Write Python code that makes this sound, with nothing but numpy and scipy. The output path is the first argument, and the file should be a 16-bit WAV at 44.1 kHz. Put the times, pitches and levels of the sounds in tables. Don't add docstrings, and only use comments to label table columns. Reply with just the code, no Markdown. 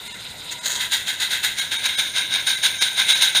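import sys
import numpy as np
from scipy import signal
from scipy.fft import rfft, irfft
from scipy.io import wavfile
from scipy.ndimage import uniform_filter1d, minimum_filter1d

SR = 44100
rng = np.random.default_rng(int(sys.argv[2]) if len(sys.argv) > 2 else 0)


def boost(x):
    u = np.asarray(x, float) / 20
    return 10 ** u


def wav_record(signal):
    frames = np.transpose(np.atleast_2d(signal))
    bounded = np.clip(frames, -1, 1)
    quanta = np.round(bounded * 32767).astype(np.int16)
    wavfile.write(sys.argv[1], SR, quanta)


N = 149940
TIME = np.arange(N) / SR

# start in seconds, peak level in dB, rise in seconds, hold in seconds,
# brightness in dB.
PUFFS = [(0.795, -8.5, 0.0096, 0.036, -0.6), (0.917, -5.5, 0.0039, 0.037, 0),
         (1.07, -7.5, 0.0034, 0.024, -0.2), (1.205, -7.5, 0.0088, 0.039, -0.5),
         (1.31, -6.5, 0.0071, 0.034, 0), (1.433, -5.5, 0.0032, 0.021, -.2),
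         (1.576, -8, 0.0055, 0.043, -0.5), (1.714, -7.5, 0.0051, 0.031, -1.5),
         (1.852, -3, 0.017, 0.015, -1.3), (1.982, -4, 0.0037, 0.027, 0), (2.154, -6, 0.0088, 0.036, -1.5),
         (2.321, -6, 0.012, 0.052, -2.5), (2.466, -4.5, 0.0021, 0.058, 0.4), (2.633, -2, 0.006, 0.029, 0),
         (2.812, -3, 0.0038, 0.027, .1), (2.971, -5.5, 0.0052, 0.045, -1), (3.087, -2, 0.0026, 0.03, 0.7),
         (3.216, -1.5, 0.0041, 0.024, 0.6), (3.349, -3.5, 0.0012, 0.029, 0.5)]
SPIT_SHARE = 0.45


def rms_one(x):
    return x / np.sqrt(np.mean(x ** 2) + 1e-20)


def drift(rate):
    r = np.exp(-80 * np.pi * rate / SR)
    slow = signal.lfilter([1], [1, -2 * r, r * r], rng.standard_normal(N // 40 + 2002))[2000:]
    return np.interp(np.arange(N) / 40, np.arange(len(slow)), rms_one(slow))


def bandpass(x, hz):
    return signal.sosfilt(signal.butter(2, hz, "band", fs=SR, output="sos"), x)


def banded(source, spectrum, patchy_db, tilt_db=0):
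    out = 0
    edges = 22 * 2 ** np.arange(0, 9.6, 0.5)
    hz, db = np.transpose(spectrum)
    for k, (low, high) in enumerate(zip(edges, edges[1:])):
        mid = np.sqrt(low * high)
        if hz[0] / 1.5 < mid < hz[-1] * 1.5:
            band = bandpass(source[k % 2], [low, high])
            level = np.interp(np.log(mid), np.log(hz), db)
            lift = tilt_db * np.clip(np.log2(mid / 4000), -1, 1)
            out = out + band * boost(level + lift + patchy_db * drift(18.6))
    return out


def peaks(x, table):
    for hz, width, db in table:
        a, w = boost(db / 2), 2 * np.pi * hz / SR
        q = np.sin(w) * width / hz / 2
        middle = -2 * np.cos(w)
        x = signal.lfilter([1 + q * a, middle, 1 - q * a], [1 + q / a, middle, 1 - q / a], x)
    return x


def chimney(x):
    # centre in Hz, width in Hz, lift in dB.
    far_colour = [(923, 140, 10), (1102, 210, -12), (1570, 450, 10.5), (2032, 240, 11), (2655, 43, 12),
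                  (3256, 56, 13.5), (3843, 990, 16.5), (6800, 820, 15), (9300, 2500, 10.5),
                  (10700, 2900, -10.5), (14500, 1400, 6.5), (12700, 600, 5), (2340, 130, -9),
                  (5350, 340, -6.5)]
    near_colour = [(1010, 220, 2.5), (1200, 100, -23.5), (1580, 288, 13), (1895, 183, -15.5),
                   (2102, 405, 11), (3344, 840, 4.5), (3777, 518, 17), (6520, 1080, 13.5),
                   (7200, 240, -1.5), (9196, 1000, 18), (11420, 4170, -17), (14500, 1600, 2),
                   (13200, 700, -1), (13900, 500, 3), (7850, 890, -10), (6790, 120, -8), (2590, 110, -3)]
    near = np.clip(np.interp(TIME, (0.61, 2.34), [0, 1]) + 0.19 * drift(5), 0, 1)
    return (1 - near) * peaks(x, far_colour) + near * peaks(x, near_colour)


def wet_steam(share):
    spits_per_s, spread_db = 600, 3
    sizes = boost(spread_db * np.minimum(rng.exponential(1, N), 2.5)) * rng.choice([-1, 1], N)
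    spits = rms_one(sizes * (rng.random(N) < spits_per_s / SR))
    return rng.standard_normal((2, N)) + share * spits


def whistle(curve, hz, width_hz):
    s, db = np.transpose(curve)
    r = np.exp(-np.pi * width_hz / SR)
    poles = [1, -2 * r * np.cos(2 * np.pi * hz / SR), r * r]
    once = signal.lfilter([1, 0, -1], poles, rng.standard_normal(N))
    tone = signal.lfilter([1, 0, -1], poles, once)
    return rms_one(tone) * boost(np.interp(TIME, s, db, left=-120, right=db[-1]))


def garden():
    # frequency in Hz, level in dB per Hz.
    rumble = [(15, -44), (25, -10), (80, -2.5), (161, -1), (289, -6), (484, -8.5), (628, -8.5), (1200, -14),
              (1560, -44), (2640, -120)]
    return boost(-47.5) * rms_one(banded(rng.standard_normal((2, N)), rumble, patchy_db=1.2))


def valve():
    # time in seconds, level in dB.
    song = [
        (.3, -85),
        (.37, -64),
        (.43, -67),
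        (.5, -85),
    ]
    return whistle(song, 13520, width_hz=120)


def pipe_hum():
    # time in seconds, level in dB.
    hum = [(.44, -60), (.53, -43), (.58, -52), (.66, -44), (.74, -40), (.84, -42), (.89, -56), (.945, -41),
           (1.0, -60)]
    return whistle(hum, 970, width_hz=60)


def gland():
    # time in seconds, level in dB.
    sizzle = [(.6, -72), (1.0, -62), (2.0, -55), (2.35, -54), (2.7, -51), (2.9, -55), (3.15, -50),
              (3.4, -55)]
    return whistle(sizzle, 14100, width_hz=900)


def mist():
    # time in seconds, level in dB.
    haze = [(.6, -80), (1.0, -66), (1.5, -58), (2.0, -59), (2.4, -58), (3.0, -56), (3.4, -53)]
    return whistle(haze, 11400, width_hz=3000)


def leak():
    # time in seconds, level in dB.
    seep = [(0.0, -35.5), (0.66, -35), (0.85, -34), (1.06, -32.5), (1.16, -32.5), (1.69, -30), (1.86, -29),
            (2.84, -29), (3.17, -19.5), (3.4, -26.5)]
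    # frequency in Hz, level in dB per Hz.
    hiss_spectrum = [(200, -28), (500, -9.5), (1200, -6.5), (3000, -1.7), (5000, -11.5), (8000, -11),
                     (11000, -7), (15000, -18.5)]
    # centre in Hz, width in Hz, lift in dB.
    resting = [(946, 110, 9.5), (1180, 140, -14), (1435, 220, 8.5), (2070, 200, 8.5), (2800, 86, 4),
               (3637, 810, 8.5), (3940, 570, 8.5), (4980, 200, 6.5), (6860, 880, 7), (4460, 710, 2.5),
               (8900, 1100, 6.5), (10550, 1500, -14)]
    resting_top = [(13550, 250, 5), (14500, 1300, -6), (5500, 900, -4)]
    working_top = [(5500, 1100, 2), (7800, 1200, 0), (1930, 800, 3)]
    s, db = np.transpose(seep)
    raw = banded(rng.standard_normal((2, N)), hiss_spectrum, patchy_db=2.4)
    at_rest = rms_one(peaks(peaks(raw, resting), resting_top))
    at_work = rms_one(peaks(chimney(raw), working_top))
    working = np.interp(TIME, (0.63, 1), [0, 1])
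    hiss = (1 - working) * at_rest + working * at_work
    coarse = TIME[::32]
    shut = np.sum(np.exp(-((coarse - np.array(PUFFS)[:, :1] + 0.021) / 0.025) ** 2), axis=0)
    return hiss * boost(np.interp(TIME, s, db) - 3.2 * np.interp(TIME, coarse, shut))


def cocks():
    # start in seconds, length in seconds, level in dB.
    bursts = [
        (0.51, 0.033, -31.5),
        (0.634, .015, -31),
        (0.649, 0.05, -25.5),
        (0.701, 0.045, -25),
        (0.75, 0.034, -27.5),
    ]
    # frequency in Hz, level in dB per Hz.
    spray_spectrum = [(200, -20), (500, -2), (1200, -1), (3000, -2.5), (5000, -2), (7000, -1.5),
                      (11000, -9.5), (15000, -9)]
    # centre in Hz, width in Hz, lift in dB.
    pipe_notes = [(800, 250, -4), (6900, 900, -4), (6500, 200, 4), (8300, 1500, 3)]
    edge_s = 0.0085
    s, length, db = np.transpose(bursts)[:, :, None]
    gate = (np.tanh((TIME - s) / edge_s * 2) - np.tanh((TIME - s - length) / edge_s)) / 2
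    level = np.sum(boost(db) * np.maximum(gate, 0), axis=0)
    steam = banded(wet_steam(1.5), spray_spectrum, patchy_db=0.3)
    spray = rms_one(peaks(chimney(steam), pipe_notes))
    return spray * level * boost(2.6 * drift(110))


def thuds():
    # start in seconds, peak level in dB.
    lumps = [(0.94, -30), (1.323, -29.5), (1.441, -32), (1.725, -22), (1.983, -26), (2.16, -22.5),
             (2.478, -24), (2.641, -22), (2.819, -16.5), (2.975, -22), (3.091, -39), (3.35, -17)]
    s, db = np.transpose(lumps)[:, :, None]
    age = np.maximum(TIME - s, 0) / 0.0019
    low = bandpass(rng.standard_normal(N), (422, 1180))
    return rms_one(low) * np.sum(boost(db - 12) * age * np.exp(1 - age), axis=0)


def drops():
    # time in seconds, peak level in dB.
    water = [(.528, -18), (.658, -14), (.703, -19), (.72, -20), (.737, -18), (.756, -14), (.761, -11),
             (.920, -10), (1.084, -11), (1.587, -9), (1.725, -11), (1.843, -11), (2.163, -9), (1.202, -14),
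             (1.238, -14), (2.339, -10), (2.667, -13), (2.823, -7), (3.351, -12)]
    clicks = np.full(N, 1e-18)
    for s, db in water:
        clicks[int(s * SR)] = boost(db)
    cracks = chimney(bandpass(clicks, (2500, 9500)))
    return 0.91 * cracks * clicks.max() / np.abs(cracks).max()


def surges():
    # time in seconds, gain in dB, half width in seconds.
    slugs = [(.935, 1.5, .005), (1.076, -3, .004), (1.196, -4, 0.0045), (1.204, 3, 0.0047),
             (1.58, -0.5, .004), (1.709, -4, .004), (2.326, 1, .004), (2.463, -1, 0.0043),
             (1.975, 4.5, .005), (1.237, -2.5, 0.0036), (1.312, 3, .003), (1.449, 3.5, .003),
             (1.087, -2, .003), (1.86, 5, 0.0065), (1.587, 0.5, .003), (1.716, 2.5, 0.0035),
             (1.88, -8.5, 0.0058), (1.92, -3.5, 0.0087), (1.996, 2.5, 0.0077), (2.024, -2, 0.019),
             (2.078, 4, 0.0044), (2.184, 4, 0.0024), (2.331, 3.5, 0.0022), (2.34, 2, 0.0018),
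             (2.361, 1.5, 0.0035), (2.398, 2.5, 0.0073), (2.639, 2, 0.0044), (2.667, 3.5, .003),
             (2.825, 2.5, 0.0033), (2.906, -5, .004), (2.999, 4, 0.0051), (3.019, 6, 0.0045),
             (3.111, 0, 0.0024), (3.116, -5, .003), (3.213, 7, 0.0025), (3.223, 4.5, 0.0026),
             (3.25, 4.5, 0.001), (3.343, -2, .005), (3.351, 1.5, 0.0036), (3.375, 5, 0.0028)]
    coarse = TIME[::16]
    s, db, width = np.transpose(slugs)[:, :, None]
    bumps = db * np.exp(-((coarse - s) / np.maximum(width, 0.001)) ** 2)
    return boost(np.interp(TIME, coarse, np.sum(bumps, axis=0)))


def puff_shape(fall_db_per_s, held):
    crest_db = 15
    coarse = TIME[::32]
    s, db, rise, hold, _ = np.transpose(PUFFS)[:, :, None]
    swell = 0.5 + 0.5 * np.tanh((coarse - s) / np.maximum(rise, 0.001) / 2)
    fall = fall_db_per_s * np.maximum(coarse - s - held * hold, 0)
    shape = swell * boost(db - crest_db - fall)
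    return np.interp(np.arange(N) / 32, np.arange(len(coarse)), np.sqrt(np.sum(shape ** 2, axis=0)))


def exhaust():
    # frequency in Hz, level in dB per Hz.
    jet_spectrum = [(200, -16), (500, -19), (1200, -2.5), (3000, 1.7), (5000, -9.5), (8000, -11),
                    (11000, -4), (15000, -10.5)]
    blast_spectrum = [(200, -35), (500, -11), (1200, 0), (3000, 1), (5000, 1), (8000, -6.5), (11000, 2.5),
                      (15000, -13)]
    s, bright = np.array(PUFFS)[:, 0], np.array(PUFFS)[:, 4]
    current = np.clip(np.searchsorted(s - 0.02, TIME) - 1, 0, None)
    tilt = uniform_filter1d(bright[current], size=400)
    jet = rms_one(chimney(banded(wet_steam(SPIT_SHARE), jet_spectrum, patchy_db=1, tilt_db=tilt)))
    blast = rms_one(chimney(banded(wet_steam(SPIT_SHARE), blast_spectrum, patchy_db=1, tilt_db=tilt)))
    jet = jet * puff_shape(140.5, held=0.74) * boost(1.04 * drift(45))
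    return jet + blast * puff_shape(306, held=0.7)


def scene():
    around = garden() + cocks() + thuds()
    tones = valve() + pipe_hum() + gland() + mist()
    engine = leak() + drops() + exhaust() * surges()
    return (around + tones + engine)[None]


def freeze(x, s, depth):
    half = int(0.019 * SR)
    part = slice(int(s * SR) - half, int(s * SR) + half)
    window = np.hanning(2 * half)
    lines = rfft(x[part] * window)
    hz = np.arange(len(lines)) * SR / (2 * half)
    size = np.abs(lines)
    top = -minimum_filter1d(-size, size=19)
    stands_out = (size >= top) & (size > 1.55 * uniform_filter1d(size, size=81))
    kept = stands_out & (hz < 9800) & (hz > 400)
    tones = irfft(lines * kept, 2 * half)
    tones *= boost(-2) * np.std(x[part]) / (np.std(tones) + 1e-12)
    fade = np.minimum(depth * window ** 0.8, 0.999)
    out = x.copy()
    out[part] = np.sqrt(1 - fade ** 2) * x[part] + fade * tones
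    return out


def roll_off(x):
    return signal.sosfilt(signal.butter(12, 16120, fs=SR, output="sos"), x)


def record(dry):
    # time in seconds, depth (1 = full).
    freezes = [(.091, 1.05), (.136, 1.03), (.603, 1.06), (1.609, 1.0), (1.777, .99), (1.967, 1.0),
               (2.567, .985), (2.8, .99), (3.142, 1.0)]
    x = dry[0]
    for s, depth in freezes:
        x = freeze(x, s, depth)
    x = signal.sosfilt(signal.ellip(12, 0.5, 60, 14980, fs=SR, output="sos"), x)
    return roll_off(x[None])


dry = scene()
out = record(dry)
wav_record(out)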